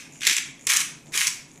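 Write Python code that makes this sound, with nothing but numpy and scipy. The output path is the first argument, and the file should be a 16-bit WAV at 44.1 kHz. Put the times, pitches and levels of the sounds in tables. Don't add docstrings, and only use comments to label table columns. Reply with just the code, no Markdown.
import sys
import numpy as np
from scipy import signal
from scipy.fft import rfft, irfft, next_fast_len
from scipy.io import wavfile
from scipy.ndimage import map_coordinates

SR = 44100
rng = np.random.default_rng(int(sys.argv[2]) if len(sys.argv) > 2 else 0)


def convert_level_to_amplitude(level_db):
    exponent = np.asarray(level_db, float) / 20
    return 10 ** exponent


def store_pcm(level_fs):
    pcm = np.round(np.clip(level_fs, -1, 1) * 32767).astype(np.int16)
    wavfile.write(sys.argv[1], SR, np.atleast_2d(pcm).T)


N = 70560
LEAD = SR // 4
M = N + LEAD
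T_S = (np.arange(M) - LEAD) / SR


def unit(x):
    return x / np.sqrt(np.mean(x ** 2) + 1e-20)


def along(points, hz):
    f, v = np.transpose(points)
    return np.interp(np.log(hz + 1), np.log(f + 1), v)


def filtered(x, response):
    m = next_fast_len(x.shape[-1] + 8192)
    hz = np.fft.rfftfreq(m, 1 / SR)
    return irfft(rfft(x, m) * response(hz), m)[..., :x.shape[-1]]


# f/Hz, density/dB per Hz
HUM_SPECTRUM = [(15, -12), (40, -17.5), (110, -10), (152, 3.5), (185, -7), (270, -2.5), (450, -14.5),
                (1000, -18.5)]
# f/Hz, density/dB per Hz
AIR_SPECTRUM = [(500, -64), (1000, 2), (2300, -11), (4500, -12), (7000, -5), (12000, -13), (15000, -10)]


def floor():
    hum_db, air_db, swell_db, swells_per_s = -51.5, -61, 1.5, 12

    def noise(points):
        top_hz = points[-1][0]
        return filtered(rng.standard_normal(M), lambda hz: convert_level_to_amplitude(along(points, hz) - 120 * (hz > top_hz)))

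    wander = map_coordinates(rng.standard_normal(40), [np.arange(M) * swells_per_s / SR])
    hum = convert_level_to_amplitude(hum_db) * convert_level_to_amplitude(swell_db * wander) * unit(noise(HUM_SPECTRUM))
    return hum + convert_level_to_amplitude(air_db) * unit(noise(AIR_SPECTRUM))


# f/Hz, t60/s
KITCHEN_T60 = [(500, .5), (2000, 0.49), (6000, 0.41), (13000, .33)]


def kitchen(x):
    tails, delay = 12, 200
    hz, t, z = signal.stft(rng.standard_normal((tails, SR * 3 // 4)), SR, nperseg=256)
    decay = convert_level_to_amplitude(-60 * t / along(KITCHEN_T60, hz)[:, None])
    tail = signal.istft(z * decay, SR, nperseg=256)[1]
    tail = tail / np.linalg.norm(tail[0])
    position = np.arange(M) * (tails - 1) / M
    share = np.clip(1 - np.abs(position - np.arange(tails)[:, None]), 0, 1)
    wet = signal.fftconvolve(x * np.sqrt(share), tail, axes=1).sum(0)
    return np.pad(wet, (delay, 0))[:M]


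# t/s, level/dB, f/Hz
CAP_JOLTS = [
    (0.2692, -32, 556),
    (0.2754, -35.5, 400),
    (.312, -34, 319),
    (0.673, -36, 472),
    (.752, -34.5, 347),
    (1.152, -35, 400),
]


def thuds():
    decay_cycles = 1.4
    out = np.zeros(M)
    for s, db, hz in CAP_JOLTS:
        cycles = hz * np.maximum(T_S - s, 0)
        out += convert_level_to_amplitude(db) * np.sin(2 * np.pi * cycles) * np.exp(-cycles / decay_cycles)
    return out


def body(x, peaks):
    low_cut_hz = 842

    def response(f):
        ring = 0
        for k, (centre, width, db) in enumerate(peaks):
            ring = ring + (-1) ** k * convert_level_to_amplitude(db) * 1j * f * width / (centre ** 2 - f * f + 1j * f * width)
        radiated = (-f * f / (low_cut_hz ** 2 - f * f + 1j * f * low_cut_hz)) ** 2
        return ring * radiated

    return filtered(x, response)


def bursts(times, gains, decay_s, rise_s):
    t = np.arange(SR // 50) / SR
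    shape = (1 - np.exp(-t / rise_s)) * np.exp(-t / decay_s)
    start = np.round(times * SR).astype(int) + LEAD
    where = np.clip(start[:, None] + np.arange(len(t)), 0, M - 1).ravel()
    noise = rng.standard_normal((len(times), len(t))) * shape
    noise *= np.linalg.norm(shape / shape.max()) / np.linalg.norm(noise, axis=1)[:, None]
    return [np.bincount(where, (g[:, None] * noise).ravel(), M) for g in gains]


def struck(events, decay_s, rise_s):
    strike_db = 8.5
    s, db, low_db, high_db = np.transpose(events)
    return bursts(s, convert_level_to_amplitude(strike_db + db + np.array([low_db, high_db])), decay_s, rise_s)


# f/Hz, width/Hz, level/dB
CAP_MODES = [(1609, 342, -9.5), (2254, 527, -0.5), (3610, 1760, -7.5)]
# f/Hz, width/Hz, level/dB
JAR_MODES = [(2350, 900, -6), (5900, 1100, -4), (6950, 900, 0), (9800, 1800, -8)]
# t/s, peak level/dB, share in cap/dB, share in jar/dB
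SALT_TICKS = [(.062, -40, -4, -4), (.1096, -42, -2, -6), (.1225, -39, -9, -1), (.1324, -41, -12, -1),
              (.1555, -35, 0, -10), (.1735, -40, -9, -1), (.5931, -41, -3, -4), (.623, -41, -9, -1),
              (.6305, -40, -9, -1), (1.0585, -41, -15, 0), (1.068, -40, 0, -14), (1.094, -45, -9, -1),
              (1.508, -43, -4, -4), (1.5574, -40, -5, -2), (1.5753, -39, -6, -2)]
# start t/s, end t/s, level/dB
SALT_SLIDES = [
    (0.117, 0.24, -53),
    (0.589, 0.685, -54),
    (1.06, 1.132, -59.5),
    (1.476, 1.593, -61),
]


def loose_salt():
    fade_s = 0.0093
    slide = np.zeros(M)
    for start, end, db in SALT_SLIDES:
        slide += convert_level_to_amplitude(db) * np.clip(np.minimum(T_S - start, end - T_S) / fade_s, 0, 1)
    draw = rng.random((1200, 2))
    grain_size = convert_level_to_amplitude(-4 * np.log(draw[:, 1]))
    grains, = bursts(draw[:, 0] * N / SR, [grain_size], decay_s=.002, rise_s=.00025)
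    sliding = slide * unit(body(body(grains, JAR_MODES), JAR_MODES))
    cap, jar = struck(SALT_TICKS, decay_s=.002, rise_s=.0004)
    return sliding + body(cap, CAP_MODES) + body(body(jar, JAR_MODES), JAR_MODES)


# t/s, level/dB
TWIST_EFFORT = [
    [(-.2, -41), (-.08, -26.5), (-.06, -73)],
    [(.205, -55), (.22, -35), (.262, -31), (.272, -22.5), (.33, -27.5), (.35, -35.5), (.385, -26),
     (.4, -65)],
    [(.667, -48), (.672, -25.5), (.686, -37), (.7, -23.5), (.76, -30), (.79, -33), (.815, -28), (.835, -45)],
    [(1.121, -50), (1.126, -43), (1.155, -27), (1.168, -30.5), (1.21, -28), (1.265, -34), (1.28, -22),
     (1.3, -79.5)],
]
# burr/dB, grit/dB, shell/dB
STROKE_COLOURS = [(2.5, -9, -19), (-2, -19, -22.5), (-0.5, -4, -12.5), (-0.5, -4.5, -15)]
# t/s, peak level/dB, share in cap/dB, share in burr/dB
CRYSTAL_SNAPS = [(0.2077, -24, -8.5, -10), (0.2168, -16.5, -2.5, -29), (0.233, -12.5, -8, -14),
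                 (0.251, -8.5, -7.5, -15), (0.2611, -17, -7, -9), (0.268, 2, -8.5, -11.5),
                 (0.2734, -1, -10.5, -8.5), (0.2964, -2.5, -15, -15), (0.3101, -5, -7, -16),
                 (0.3302, -7, -8, -15), (0.366, -3.5, -19, -10.5), (0.3805, -12, -6, -35),
                 (0.6687, -6, -19, -5), (0.6902, -12, -13, -10), (0.6991, -1.5, -13, -13.5),
                 (0.7023, -7.5, -21, -7.5), (0.7181, -3.5, -11, -14), (0.7344, -4.5, -19, -7),
                 (0.7395, -16, -16, -5), (0.7642, -1, -28, -11), (0.7689, -3.5, -16.5, -4.5),
                 (0.8034, -11, -17, -6), (1.1366, -19, -11, -19), (1.141, -12, -9, -16),
                 (1.1751, -4, -13, -8.5), (1.1804, -7.5, -10, -14), (1.1944, -26, -14, -21),
                 (1.2085, -6.5, -5.5, -17), (1.2144, -5, -6.5, -17), (1.2696, -4.5, -19, -7)]
# f/Hz, width/Hz, level/dB
BURR_MODES = [(5620, 1150, -2.8), (6514, 795, 0.76), (7660, 896, -4.4)]
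# f/Hz, width/Hz, level/dB
GRIT_MODES = [(9270, 1270, -1.5), (12740, 3000, -10.5), (13600, 3900, -7)]
# f/Hz, width/Hz, level/dB
SHELL_MODES = [(1190, 350, 0)]


def crushing():
    cracks_per_s, crack_spread_db, crack_most_db, tilt_spread_db, rasp_db = 1300, 4, 8, 5, -3
    efforts = np.array([convert_level_to_amplitude(np.interp(T_S, *np.transpose(rows), left=-120, right=-120))
                        for rows in TWIST_EFFORT])
    draw = rng.random((3000, 3))
    s = np.cumsum(-np.log(draw[:, 0])) / cracks_per_s - LEAD / SR
    size = convert_level_to_amplitude(np.minimum(-crack_spread_db * np.log(draw[:, 1]), crack_most_db)) * (s < N / SR)
    tilt = convert_level_to_amplitude(tilt_spread_db * (2 * draw[:, 2] - 1))
    cracks = bursts(s, [size / tilt, size * tilt], decay_s=.0017, rise_s=.00021)
    low, high = [unit(c) + convert_level_to_amplitude(rasp_db) * rng.standard_normal(M) for c in cracks]
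    burr_effort, grit_effort, shell_effort = convert_level_to_amplitude(STROKE_COLOURS).T @ efforts
    out = efforts.sum(0) * unit(body(low, CAP_MODES))
    out += burr_effort * unit(body(high, BURR_MODES))
    out += grit_effort * unit(body(high, GRIT_MODES))
    return out + shell_effort * unit(body(low, SHELL_MODES))


def snaps():
    grit_db = -8
    cap, burr = struck(CRYSTAL_SNAPS, decay_s=.0018, rise_s=.0006)
    return body(cap, CAP_MODES) + body(burr, BURR_MODES) + convert_level_to_amplitude(grit_db) * body(burr, GRIT_MODES)


def scene():
    room_db = -5
    near = crushing() + snaps() + loose_salt() + thuds()
    mid = near + convert_level_to_amplitude(room_db) * kitchen(near) + floor()
    return np.array([mid, mid])[:, LEAD:]


# f/Hz, level under the loudest band just before/dB
MASKING = [(60, -30), (180, -24), (700, -26), (1000, -33), (1300, -45), (8000, -48), (11000, -33),
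           (15000, -32)]


def masked(x):
    scatter_db, split_s, split_length_s, split_db = 4, .7, .025, -14.5
    hz, t, z = signal.stft(x, SR, window="cosine", nperseg=2048)
    band = np.floor(6 * np.log(1 + hz / 800) + hz / 900).astype(int)
    power = np.array([np.mean(np.abs(z[0, band == b]) ** 2, 0) for b in range(band[-1] + 1)])
    loudest = power.max(0)
    before = np.maximum(np.roll(loudest, 1), np.roll(loudest, 2))
    over_db = 10 * np.log10(power / before + 1e-20) + scatter_db * rng.standard_normal(power.shape)
    audible = over_db[band] > along(MASKING, hz)[:, None]
    in_split = np.abs(t - split_s) < split_length_s / 2
    split = convert_level_to_amplitude(split_db) * in_split * rng.standard_normal(z.shape[1:])
    z = z * audible * [1 + split, 1 - split]
    return signal.istft(z, SR, window="cosine", nperseg=2048)[1][:, :N]


def band_limit(x):
    return signal.sosfilt(signal.butter(12, 15660, fs=SR, output="sos"), x)


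def record(dry):
    top_hz = 14460
    limited = filtered(dry, lambda hz: 1 / (1 + (hz / top_hz) ** 90))
    mix = masked(limited)
    return band_limit(mix)


dry = scene()
out = record(dry)
store_pcm(out)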